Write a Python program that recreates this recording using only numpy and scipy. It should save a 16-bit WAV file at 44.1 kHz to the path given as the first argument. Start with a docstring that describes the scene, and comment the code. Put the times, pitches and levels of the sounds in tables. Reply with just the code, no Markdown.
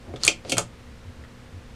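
"""A small metal mechanism is turned by hand on a wooden block at a workbench.
Fingers rub and bump the case as the catch ticks and snaps over.
It drops back with two duller clacks that knock the wood; soft bumps and one last tick follow.
Throughout, a small room answers the clicks over low hiss and mains hum."""
import sys
import numpy as np
from scipy import signal
from scipy.fft import rfft, irfft
from scipy.io import wavfile
from scipy.ndimage import uniform_filter1d

SR = 44100
rng = np.random.default_rng(int(sys.argv[2]) if len(sys.argv) > 2 else 0)


def to_wav(s):
    """Save 16-bit WAV."""
    ch = np.atleast_2d(s).T  # columns
    pcm = np.round(np.clip(ch, -1, 1) * 32767)  # PCM
    wavfile.write(sys.argv[1], SR, pcm.astype(np.int16))


N = 77175


def mechanism():
    """The catch ticks, snaps and drops back: one click per contact."""
    # start_s, rise_s, crack_t60_s, part_hz, part_db, then tone_db at each of click's tone_hz
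    contacts = [ (.1380, .001, 0.038, 2200, 1, 8.5, 9, -7, -30, -21, -33, -26),
                (0.16, 0.0005, 0.045, 3540, -6.5, 7, -9, -9, -13.5, -11.5, -17, -23),
                (0.2352, 0.0002, 0.0072, 4210, -5.5, -15, -14, 3.5, -7, 9.5, 10, 0.5),
                (0.24, 0.0018, .02, 4330, -0.5, -9, -14, -4, -5, -4, 0, -3),
                (0.2493, 0.00065, 0.014, 9910, -7.5, 8, -5, 3, 1, 1.5, 13.5, 12),
                (0.2666, .0004, 0.0066, 8940, -5.5, -24, 0, 8, -13, -3, 6, 6.5),
                (0.278, 0.0016, 0.011, 2427, -6.5, 8.5, 16, 7.5, 18.5, 18.5, 19.5, 12.5),
                (.4490, 0.00069, 0.017, 4730, -13, -29, 2.5, -6, -15.5, -13.5, -34, -29),
                (.4956, 0.00037, 0.095, 7430, -21, -11, 8.5, -14.5, -2.5, 7.5, 1.5, 4.5),
                (0.5191, 0.0073, 0.016, 2707, -16, 18, 16, 2, 13.5, 10, 8.5, 10.5),
                (0.5692, 0.00049, 0.05, 8400, -14, 21, -1.5, 11, 2, 0, -4, 0.5),
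                (0.5811, 0.0023, 0.0062, 6700, -16, 12, 13.5, 16.5, 6.5, 11.5, 12, 15.5),
                (1.238, 0.0029, 0.06, 1870, 2, -28, -20, -11.5, -25.5, -26, -40, -35)]
    out = np.zeros(N)
    for start_s, rise_s, crack_t60_s, part_hz, part_db, *tone_db in contacts:
        add(out, start_s, click(rise_s, crack_t60_s, part_hz, part_db, tone_db))
    return out


def click(rise_s, crack_t60_s, part_hz, part_db, tone_db, size=16384):
    """One contact: a crack of dense, fast-damped modes; the struck part, steel and wood ring."""
    # steel modes: pitch_hz, gain_db
    steel_modes = [(2191, -5), (2324, -9), (2453, 0), (2654, -1), (2805, -7), (3128, -7.5), (3435, -10),
                   (4313, -6), (4445, -6), (4753, -7), (4876, -7), (6048, -7), (6396, -6), (6735, -7),
                   (7308, -7)]
    # block and bench modes: pitch_hz, gain_db
    wood_modes = [(122, 2), (175, -6), (270, -10), (342, -3), (424, -1), (539, 1), (588, 0), (722, -2),
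                  (886, -4), (1240, -5), (1300, -4), (1400, -9)]
    # points of each contact's tone curve: freq_hz
    tone_hz = [130, 450, 1300, 2500, 4500, 6600, 9000]
    # colour common to all clicks: freq_hz, gain_db
    shared_colour = [(30, -33), (75, -16), (120, 0), (220, -0.5), (380, 2.5), (680, 3), (950, -6),
                     (1330, 2), (1800, -8), (2200, 0), (2550, -1.5), (2950, -1), (3250, 2), (3850, -5),
                     (4400, -2), (4900, -1), (5500, -3), (6400, -2.5), (8000, 0.5), (10100, -8.5),
                     (12500, -20.5), (15500, -47)]
    t = np.arange(size) / SR
    onset = np.minimum(t / max(rise_s, 1e-4), 1)
    knock_hz, knock_db, knock_t60_s = 935, -2, 0.06
    low_noise = signal.sosfilt(signal.butter(4, knock_hz, fs=SR, output="sos"), rng.standard_normal(size))
    knock = low_noise * amp(knock_db - 60 * t / knock_t60_s)
    snap = rng.choice([-1, 1], size) * amp(-60 * t / crack_t60_s)
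    crack = onset * (snap + knock)
    smooth_power = uniform_filter1d(abs(rfft(crack)) ** 2, size=110)
    body = tint(crack, smooth_power ** -0.5)  # flattens the crack's spectrum
    # pitch_hz, gain_db, t60_s; higher modes die sooner
    modes = [(part_hz, part_db, 0.011)]
    modes += [(hz, db - 14.5, 0.1 * (1000 / hz) ** 0.67) for hz, db in steel_modes]
    modes += [(hz, db - 24, 0.14 * (1000 / hz) ** 0.13) for hz, db in wood_modes]
    for pitch_hz, gain_db, t60_s in modes:
        ring = onset * amp(-60 * t / t60_s) * np.sin(2 * np.pi * pitch_hz * t)
        body += amp(gain_db) * ring / np.linalg.norm(ring)
    bin_hz = np.fft.rfftfreq(size, 1 / SR)
    colour_db = read(list(zip(tone_hz, tone_db)), bin_hz) + read(shared_colour, bin_hz)
    return tint(body, amp(colour_db))


def hands():
    """Parts slide under the fingers with a low rub and grainy scrape; hands bump the bench."""
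    # sliding parts: centre_s, length_s, rub_db, scrape_db
    slide_events = [(0.106, 0.13, -42.5, -77), (0.222, 0.065, -46.5, -49), (0.268, 0.089, -48, -34.5),
                    (0.496, 0.1, -41.5, -46)]
    # soft bumps: centre_s, length_s, pitch_hz, level_db
    bump_events = [(0.116, 0.068, 86, -37.5), (0.173, 0.11, 54.5, -50), (0.923, 0.3, 66, -48.5),
                   (1.084, 0.059, 89.7, -35), (1.209, 0.091, 72, -39), (1.566, 0.088, 90.5, -37.5)]
    # low rub: freq_hz, gain_db
    rub_spectrum = [(60, -13), (250, 5.5), (500, 0), (750, -2.5), (1100, -20), (4000, -57)]
    # metal scrape: freq_hz, gain_db
    scrape_spectrum = [(300, -18), (1500, 5), (4500, 12), (8500, 0.5), (11000, -11), (15000, -38)]
    t = np.arange(N) / SR
    rub = noise(rub_spectrum)
    smooth_scrape = noise(scrape_spectrum)
    grain_db = evened(uniform_filter1d(rng.standard_normal(N), size=90))
    scrape = evened(smooth_scrape * amp(grain_db))
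    out = np.zeros(N)
    for centre_s, length_s, rub_db, scrape_db in slide_events:
        out += swell(centre_s, length_s) * (amp(rub_db) * rub + amp(scrape_db) * scrape)
    for centre_s, length_s, pitch_hz, level_db in bump_events:
        tone = np.sqrt(2) * np.sin(2 * np.pi * (pitch_hz * t + rng.random()))
        out += amp(level_db) * swell(centre_s, length_s) * tone
    return out


def room(x, delay_s=0.004, gain_db=-7.5, size=22050):
    """Short diffuse tail; treble dies first."""
    # room decay: freq_hz, t60_s
    decay_times = [(100, 0.52), (260, 0.2), (700, 0.15), (1840, 0.18), (4850, 0.15), (9000, 0.14),
                   (14000, 0.11)]
    hz, t, spectra = signal.stft(rng.standard_normal(size), SR, nperseg=256)
    decay = amp(-60 * t / read(decay_times, hz)[:, None])
    _, tail = signal.istft(spectra * decay, SR)
    out = np.zeros(N)
    add(out, delay_s, signal.fftconvolve(x, tail / np.linalg.norm(tail)))
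    return amp(gain_db) * out


def background(hiss_db=-46, waver_rad=0.12):
    """Steady hiss and slightly wavering mains hum."""
    # hiss: freq_hz, gain_db
    hiss_spectrum = [(20, -3.5), (75, 0.5), (125, -6.5), (180, -10), (265, -10.5), (370, -15.5),
                     (520, -19.5), (700, -20), (1200, -20.5), (2000, -23), (4000, -29), (8500, -37.5),
                     (12000, -45.5), (15500, -53)]
    # hum: pitch_hz, level_db
    hum_tones = [(120, -54.5), (241, -55.5), (467, -62), (527, -62)]
    t = np.arange(N) / SR
    out = amp(hiss_db) * noise(hiss_spectrum)
    for pitch_hz, level_db in hum_tones:
        drift_rad = waver_rad * evened(uniform_filter1d(rng.standard_normal(N), size=8000))
        phase_rad = 2 * np.pi * (pitch_hz * t + rng.random()) + drift_rad
        out += amp(level_db) * np.sqrt(2) * np.sin(phase_rad)
    return out


def amp(db):
    """Decibels to gain."""
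    return 10 ** (np.asarray(db) / 20)


def evened(x):
    """Scales to unit rms."""
    return x / np.sqrt(np.mean(x ** 2) + 1e-20)


def read(points, hz):
    """Interpolates a table on a log-frequency axis."""
    point_hz, values = np.transpose(points)
    return np.interp(np.log(hz + 1), np.log(point_hz), values)


def add(mix, start_s, sound):
    """Mixes a sound in at start_s."""
    part = mix[max(round(start_s * SR), 0):][:len(sound)]
    part += sound[:len(part)]


def noise(spectrum):
    """Unit-rms noise with the given spectrum."""
    gain = amp(read(spectrum, np.fft.rfftfreq(N, 1 / SR)))
    return evened(irfft(rfft(rng.standard_normal(N)) * gain, N))


def tint(x, gain):
    """Minimum-phase filter with the given gain per bin."""
    log_gain = np.log(np.r_[gain, gain[-2:0:-1]] + 1e-9)
    response = np.exp(np.conj(signal.hilbert(log_gain)))[:len(gain)]
    return irfft(rfft(x) * response)


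def swell(centre_s, length_s):
    """Gaussian rise and fall."""
    return np.exp(-2 * ((np.arange(N) / SR - centre_s) / (length_s / 2)) ** 2)


def scene():
    """Mechanism in its room, with hands and background; mono."""
    clicks = mechanism()
    return (clicks + room(clicks) + hands() + background())[None]


def record(dry, ceiling=1.1, edge_hz=15600):
    """Soft ceiling rounds the loudest snap; a low-pass follows."""
    limited = dry / (1 + (dry / ceiling) ** 4) ** 0.25
    lowpass_taps = signal.firwin(255, edge_hz, window=("kaiser", 8), fs=SR)
    return signal.oaconvolve(limited, lowpass_taps[None], "same")


dry = scene()
out = record(dry)
to_wav(out)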